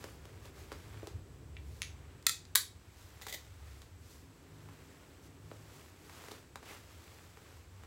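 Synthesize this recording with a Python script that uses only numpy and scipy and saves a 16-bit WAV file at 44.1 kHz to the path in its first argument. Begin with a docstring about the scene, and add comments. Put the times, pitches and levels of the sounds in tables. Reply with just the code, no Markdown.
"""Sleeves and hats rustle and their creases pop softly, over a low rumble from outside.
Someone is swapping hats close to a small microphone in a quiet, small room. A leather cap is put aside,
then plastic glasses click, snap shut and clatter onto a desk, each knock making them ring briefly.
A cloth hat comes off and the cap is picked up again. The rustle is countless tiny fibres slipping."""
import sys
import numpy as np
from scipy import signal
from scipy.fft import rfft, irfft
from scipy.io import wavfile
from scipy.ndimage import uniform_filter1d

SR = 44100
rng = np.random.default_rng(int(sys.argv[2]) if len(sys.argv) > 2 else 0)


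def bounce(signal):
    """Save signal as a 16-bit WAV file at the path given by the first command-line argument."""
    frames = np.transpose(np.atleast_2d(signal))
    limited = np.clip(frames, -1, 1)
    pcm = np.round(limited * 32767).astype(np.int16)
    wavfile.write(sys.argv[1], SR, pcm)


N = 346924
TIME = np.arange(N) / SR
# tone of cloth and leather pressed together: (frequency [Hz], level [dB])
RUB_COLOUR = [(200, -6), (430, 2), (720, -3), (1150, -1.5), (2200, -4), (3500, -10), (6000, -25)]


def from_db(db):
    """Turn decibels into a number to multiply a sound by."""
    return 10 ** (np.asarray(db) / 20)


def rms_one(x):
    """Scale to an average strength (rms) of 1."""
    return x / np.sqrt(np.mean(x ** 2) + 1e-20)


def unit_energy(x):
    """Scale so that the squared samples add up to 1."""
    return x / np.sqrt(np.sum(x ** 2) + 1e-20)


def at_level(sound, db):
    """Give a short sound the energy of 5 ms of steady sound at level db."""
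    return from_db(db) * np.sqrt(SR / 200) * unit_energy(sound)


def in_time(rows):
    """Join timed points with straight lines: one curve for each column after the time."""
    times, *columns = np.transpose(rows)
    return [np.interp(TIME, times, column) for column in columns]


def at_hz(points, hz):
    """Read between the rows of a frequency table, with octaves evenly spaced."""
    frequencies, values = np.transpose(points)
    return np.interp(np.log(hz), np.log(frequencies), values)


def add(track, s, sound):
    """Mix a short sound into a track at s seconds."""
    start = max(round(s * SR), 0)
    track[start:start + len(sound)] += sound[:N - start]


def butter(x, hz, kind, order=2):
    """Keep only the lows, the highs or one band of a sound."""
    return signal.sosfilt(signal.butter(order, np.clip(hz, 10, .48 * SR), kind, fs=SR, output="sos"), x)


def colour(x, spectrum, size=8192):
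    """Shape the tone by a (frequency [Hz], level [dB]) table, falling away beyond its ends."""
    hz = np.maximum(np.fft.rfftfreq(size, 1 / SR), 1)
    beyond = np.minimum(hz / spectrum[0][0], 1) * np.minimum(spectrum[-1][0] / hz, 1)
    cepstrum = irfft(np.log(from_db(at_hz(spectrum, hz)) * beyond ** 2))
    # minimum phase: the filter rings after a click, never before it
    cepstrum[1:size // 2] *= 2
    cepstrum[size // 2 + 1:] = 0
    return signal.fftconvolve(x, irfft(np.exp(rfft(cepstrum))))[:len(x)]


def drift(rate):
    """A random wander of typical size 1, turning about rate times a second."""
    knots = rng.standard_normal(4096)
    return rms_one(np.interp(TIME * rate, np.arange(len(knots)), knots))


def swell(s, rise, fall):
    """A smooth rise and fall that peaks at 1 at s seconds."""
    return np.exp(-((TIME - s) / np.where(TIME < s, rise, fall)) ** 2)


def fade(t60):
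    """A curve a quarter second long that drops by 60 dB every t60 seconds."""
    return from_db(-60 * TIME[:SR // 4] / max(t60, 1e-4))


def noise(spectrum):
    """Steady noise of strength 1 with the given tone."""
    return rms_one(colour(rng.standard_normal(N), spectrum))


def background():
    """Rumble and far engines come through the walls, over a steady hiss of air and microphone."""
    # rumble from outside: (time [s], deep level before its boost [dB], murmur level [dB])
    rumble_levels = [(0.0, -58, -58), (1.71, -54, -60), (2.17, -61, -61.5), (2.98, -60.5, -66.5),
                     (3.77, -58, -65.5), (4.71, -64.5, -60.5), (5.7, -64, -60.5), (5.92, -65, -61.5),
                     (7.51, -62.5, -64.5), (7.87, -59.5, -64.5)]
    # tones of the deep rumble, the low murmur and the hiss: (frequency [Hz], level [dB])
    deep_colour = [(22, -32.5), (38, -11.5), (55, -3), (72, 4), (95, 4.5), (125, -8), (160, -27)]
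    murmur_colour = [(100, -5), (150, 2), (200, -6.5), (290, -4), (420, -5.5), (560, -13), (1200, -22)]
    hiss_colour = [(100, 8.5), (500, 0), (1000, 3.5), (2000, 1), (4000, -4), (7000, -6), (7850, 0),
                   (8500, -8), (11000, -12), (16000, -12.5)]
    deep_boost_db, hiss_db = 3, -66
    deep_db, murmur_db = in_time(rumble_levels)
    deep = from_db(deep_db + deep_boost_db) * noise(deep_colour)
    murmur = from_db(murmur_db) * noise(murmur_colour)
    return deep + murmur + engines() + from_db(hiss_db) * noise(hiss_colour)


def engines():
    """Each far engine swells and fades while its revs sink and waver."""
    # passing engines: (peak time [s], length [s], firing rate [Hz], level [dB],
    # overtone at 1.5 times the rate [relative dB], overtone at twice the rate [relative dB])
    passes = [(1.074, .42, 101.5, -55.5, -26, -32), (1.663, 0.55, 68.6, -50, -31, -11),
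              (2.149, .4, 69.73, -63.5, -15.5, 0), (3.673, 0.4, 70.5, -55.5, -19, -19),
              (4.652, 0.3, 101.6, -60, -4, -25), (5.581, 0.47, 103.2, -56.5, -6.5, -27),
              (7.743, .3, 96.3, -62.5, -28, -29)]
    sag_hz_per_s, overtone_stretch = 4.8, 1.58  # overtones outlast the firing note
    out = np.zeros(N)
    waver = 1 + 0.009 * drift(4.2)
    for s, length, hz, db, fifth_db, octave_db in passes:
        firing_hz = (hz - sag_hz_per_s * (TIME - s)) * waver
        phase = 2 * np.pi * np.cumsum(firing_hz) / SR
        overtones = from_db(fifth_db) * np.sin(1.5 * phase) + from_db(octave_db) * np.sin(2 * phase)
        narrow, wide = length / 2, overtone_stretch * length / 2
        out += from_db(db) * (swell(s, narrow, narrow) * np.sin(phase) + swell(s, wide, wide) * overtones)
    return np.sqrt(2) * from_db(2.1 * drift(8)) * out


def far_hum(db, hz, width_hz):
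    """A narrow band of noise swells and fades as a faint, wavering hum."""
    band = butter(rng.standard_normal(N), [hz - width_hz / 2, hz + width_hz / 2], "band")
    return from_db(db) * swell(s=4.2, rise=0.32, fall=1.6) * rms_one(band)


def room(x, echo_db, build_s):
    """Close walls add a short blur of echoes that dies at its own pace in each octave."""
    # how long the room rings: (frequency [Hz], time to fade by 60 dB [s])
    ring_times = [(150, 0.38), (700, 0.16), (1900, 0.24), (4500, 0.31), (13000, 0.19)]
    edges_hz = np.geomspace(120, 17000, 8)
    tail = np.zeros(SR // 4)
    for low, high in zip(edges_hz, edges_hz[1:]):
        band = butter(rng.standard_normal(SR // 4), [low, high], "band")
        tail += band * fade(at_hz(ring_times, np.sqrt(low * high)))
    build_up = 1 - np.exp(-(TIME[:len(tail)] / build_s) ** 2)
    return x + from_db(echo_db) * signal.fftconvolve(x, unit_energy(tail * build_up))[:N]


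def bump(s, db, hz, length):
    """A soft, deep bump as the body leans in."""
    return from_db(db) * swell(s, length, length) * np.cos(2 * np.pi * hz * (TIME - s))


def friction(spectrum, grain_db, flutter_db):
    """Countless tiny slips, in uneven sizes and little clumps, blend into a hiss."""
    slips = rng.standard_normal(N) * from_db(grain_db * drift(450) + flutter_db * drift(35))
    return rms_one(colour(slips, spectrum))


def scuffs():
    """Small things are nudged along the desk, each starting at once and dying away in a gritty hiss."""
    # short slides: (time [s], level [dB], time to fade by 60 dB [s])
    slides = [(3.219, -48, .17), (3.268, -47, .07), (3.284, -39.5, .04), (3.293, -45.5, .16),
              (3.3255, -41, .04), (3.337, -42, .05), (3.343, -40, .07)]
    # tone of sliding on the desk: (frequency [Hz], level [dB])
    slide_colour = [(300, -1.5), (800, -1.5), (1450, -18), (1800, 0.5), (2000, 9.5), (2200, -3), (2750, -4),
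                    (3700, 4), (4200, -1), (5900, -5.5), (6600, 0.5), (9700, -10), (11200, -6.5),
                    (15500, -6)]
    force = np.zeros(N)
    for s, db, t60 in slides:
        add(force, s, from_db(db) * fade(t60))
    return force * friction(slide_colour, grain_db=1.8, flutter_db=.3)


def contact(scatter_db, t60, size=8192):
    """A sharp tap followed by a brief scatter of tiny touches, evened out from bass to treble."""
    push = from_db(scatter_db) * unit_energy(rng.standard_normal(SR // 4) * fade(t60))
    push[0] += 1  # the tap itself
    hz = np.fft.rfftfreq(size, 1 / SR)[1:]
    power = uniform_filter1d(np.abs(rfft(push, size))[1:] ** 2, size=56)
    return colour(push, np.column_stack([hz, -10 * np.log10(power + 1e-9)]))


def resonate(x, notes):
    """Each natural note of an object boosts a narrow band of the sound and rings on after it."""
    for hz, width_hz, boost_db in notes:
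        ringing = signal.lfilter(*signal.iirpeak(hz, hz / width_hz, SR), x)
        x = x + (from_db(boost_db) - 1) * ringing
    return x


def clicks(events, crack_colour, notes, scatter_db, scatter_t60):
    """Hard plastic cracks and rings on contact; soft touches are duller, light ones thinner."""
    out = np.zeros(N)
    for s, db, low_hz, high_hz in events:
        crack = colour(contact(scatter_db, scatter_t60), crack_colour)
        click = butter(resonate(crack, notes), low_hz, "high")
        click = butter(click, high_hz, "low", order=3)
        add(out, s, at_level(click, db))
    return out


def glasses():
    """The hinges click, the arms snap shut on the frame, and the glasses land and bounce on the desk."""
    # knocks of each step: (time [s], level [dB], low edge [Hz], high edge [Hz])
    hinge_hits = [(1.5678, -48, 2000, 3000), (1.8190, -33, 1200, 15000), (1.8298, -41, 2198, 7950)]
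    frame_hits = [(2.2262, -60, 1000, 12570), (2.2661, -31.5, 1505, 5000), (2.2673, -20, 703, 14860),
                  (2.2945, -29, 495, 13070), (2.4525, -56.5, 996, 6700)]
    desk_hits = [(2.5521, -27, 900, 14950), (2.5561, -18.5, 296, 15500), (2.5580, -24.5, 400, 15200),
                 (2.5658, -28, 600, 15000), (2.5756, -32.5, 600, 13000)]
    # tone of those knocks: (frequency [Hz], level [dB])
    hinge_colour = [(500, -21), (1100, -6.5), (1550, -8), (2000, 1.5), (3000, -3), (3800, -3.5),
                    (4300, -6.5), (5100, -8), (6300, -4.5), (8700, -18.5), (10300, -10.5), (11700, -23),
                    (15000, -17)]
    frame_colour = [(300, -26), (750, -20), (1150, -10.5), (1600, -7), (2300, -5.5), (2900, -11), (3400, 0),
                    (4500, 0.5), (5500, -4.5), (7400, 1), (8200, -5.5), (9500, 0), (10200, -8.5),
                    (12600, -7), (14000, -2), (15500, -6)]
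    desk_colour = [(300, -13.5), (600, -22.5), (1100, -10.5), (1750, -4.5), (2300, -9), (2750, -15.5),
                   (3400, -2.5), (4600, -1), (5300, -8), (6600, -5), (8400, -4.5), (10000, -5),
                   (11300, -3.5), (13000, -6.5), (15500, -4.5)]
    # ringing notes of hinge, frame and glasses on the desk: (frequency [Hz], width [Hz], boost [dB])
    hinge_notes = [(2350, 53, 5.5), (2710, 55, 6.5), (3460, 130, 4), (6450, 170, 4.5), (10000, 600, 6.5)]
    frame_notes = [(1325, 40, 14), (1878, 32, 12), (2050, 60, 8), (2548, 55, 9), (3510, 120, 1.5),
                   (4240, 45, 6), (4757, 45, 9), (6100, 70, 5), (7140, 80, 6), (7620, 100, 5),
                   (8270, 80, 6), (9720, 70, 6), (13400, 300, 4)]
    desk_notes = [(1000, 80, 9), (1480, 70, 4), (1660, 90, 5), (2040, 60, 6), (3010, 90, 7),
                  (3850, 80, 8.5), (4536, 45, 7), (5810, 70, 4), (7480, 80, 4), (7790, 45, 8),
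                  (9670, 150, 6), (10370, 130, 8), (10870, 120, 6), (12400, 160, 4), (14550, 130, 5),
                  (15000, 70, 6)]
    hinges = clicks(hinge_hits, hinge_colour, hinge_notes, scatter_db=-1, scatter_t60=0.03)
    folding = clicks(frame_hits, frame_colour, frame_notes, scatter_db=13, scatter_t60=0.011)
    landing = clicks(desk_hits, desk_colour, desk_notes, scatter_db=22, scatter_t60=0.017)
    return hinges + folding + landing


def creases():
    """A crease flips with a dull snap and a crisp tick, and the hollow of the hat answers with a thud."""
    # creases popping and fingers tapping: (time [s], snap level [dB], thud level [dB], tick level [dB])
    pops = [(0.0416, -46, -44, -48.5), (0.2542, -56, -53, -58), (0.4553, -58, -53, -57),
            (0.7185, -43, -43, -53), (0.7264, -52, -49, -53), (1.0293, -60, -42, -66),
            (1.0717, -58, -42.5, -49), (3.2142, -54, -59, -54), (3.2674, -43, -51, -47),
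            (3.8184, -59, -68, -55), (4.6881, -54, -61, -70), (5.5145, -51, -45, -67),
            (6.0968, -53, -63, -60), (6.2397, -51, -55, -59), (6.2847, -51, -52, -56),
            (6.3129, -52, -56, -54), (6.3168, -56, -48, -50), (6.5575, -43, -51, -50),
            (6.6288, -53, -55, -62), (7.3726, -52, -55, -64), (7.836, -54, -63, -62)]
    # tones of the snap and the tick: (frequency [Hz], level [dB])
    snap_colour = [(450, -19.5), (800, 0.5), (1400, -2.5), (1900, -7), (2800, -12), (6000, -26)]
    tick_colour = [(1800, -21.5), (3500, -3), (4800, -5.5), (7500, -9), (10000, -14.5), (15500, -19)]
    out = np.zeros(N)
    for s, snap_db, thud_db, tick_db in pops:
        snap = colour(contact(scatter_db=-4.5, t60=0.015), snap_colour)
        thud = butter(contact(scatter_db=7, t60=0.021), [290, 560], "band")
        tick = colour(contact(scatter_db=6, t60=0.014), tick_colour)
        add(out, s, at_level(snap, snap_db) + at_level(thud, thud_db) + at_level(tick, tick_db))
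    return out


def drag(s, length, db, hz, width_hz, sink_octaves_per_s):
    """A hand drags over the cap: a gritty rasp whose pitch sinks as the stroke slows."""
    centre_hz = hz * 2 ** (-sink_octaves_per_s * np.clip(TIME - s, -length, length))
    grit = butter(rng.standard_normal(N), width_hz / 2, "low")
    rasp = grit * np.sin(2 * np.pi * np.cumsum(centre_hz) / SR)  # moves the grit up to centre_hz
    return from_db(db) * swell(s, length / 2, length / 2) * rms_one(rasp)


def crinkles(per_second):
    """Tiny folds give way at random, in uneven sizes."""
    sizes = from_db(4 * np.minimum(rng.exponential(1, N), 3)) * rng.choice([-1, 1], N)
    gives_way = rng.random(N) < per_second / SR
    return rms_one(colour(sizes * gives_way, RUB_COLOUR))


def rustle():
    """Sleeves and hats slide, speeding up and slowing: a bright swish, and a dull rub where they press."""
    # strokes of cloth and leather: (peak time [s], length [s], rub level [dB], swish above rub [dB])
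    strokes = [(0.03, 0.25, -61, -0.5), (0.302, 0.42, -65, -5), (0.458, 0.085, -59.5, -3.5),
               (0.597, 0.12, -59, -3), (0.774, 0.34, -61, -4.5), (0.992, 0.3, -59.5, -7),
               (1.77, 0.28, -71, 5), (2.007, 0.6, -67, -12), (3.017, 0.18, -70.5, 5),
               (3.25, 0.76, -63.5, -3), (3.726, 0.3, -64.5, -1.5), (4.125, .22, -69.5, 6.5),
               (4.844, 0.93, -65, -4.5), (5.255, 0.07, -68.5, 2.5), (5.56, 0.29, -66.5, -1),
               (5.78, 0.32, -62, -1.5), (6.177, 0.37, -58.5, -2), (6.295, 0.22, -57.5, -4),
               (6.712, 0.14, -52.5, -4.5), (7.035, 0.82, -62.5, -2), (7.515, 0.27, -64, -3.5),
               (7.82, 0.22, -66.5, -6)]
    # tone of the swish: (frequency [Hz], level [dB])
    swish_colour = [(1500, -14), (2600, -6), (4400, -1.5), (7700, -3), (8600, -6.5), (12000, -7.5),
                    (16000, -9)]
    fall_to_rise, crinkle_db = 1.12, -11  # crinkle level is relative to the rub
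    swish_power, rub_power = np.zeros((2, N))
    for s, length, db, swish_db in strokes:
        rise = length / (1 + fall_to_rise)
        force = from_db(db) * swell(s, rise, length - rise)
        rub_power += force ** 2
        swish_power += (from_db(swish_db) * force) ** 2
    swish = friction(swish_colour, grain_db=1.2, flutter_db=.35)
    rub = friction(RUB_COLOUR, grain_db=1.8, flutter_db=.6)
    rub += from_db(crinkle_db) * crinkles(per_second=25)
    return np.sqrt(swish_power) * swish + np.sqrt(rub_power) * rub


def scene():
    """The hats are near the microphone, the glasses a little farther off on the desk."""
    desk = room(glasses() + scuffs(), echo_db=-9.5, build_s=0.011)
    lean = bump(s=1.157, db=-37, hz=92, length=.013)
    hats = room(creases(), echo_db=-6.5, build_s=0.0037) + rustle()
    hats += drag(s=6.7, length=.09, db=-58.5, hz=2400, width_hz=840, sink_octaves_per_s=11)
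    return (desk + hats + lean + background() + far_hum(db=-68, hz=272, width_hz=27))[None]


def record(dry):
    """The very highest treble is cut off steeply."""
    cutoff_hz = 15850
    return signal.sosfilt(signal.ellip(12, .1, 80, cutoff_hz, fs=SR, output="sos"), dry)


dry = scene()
out = record(dry)
bounce(out)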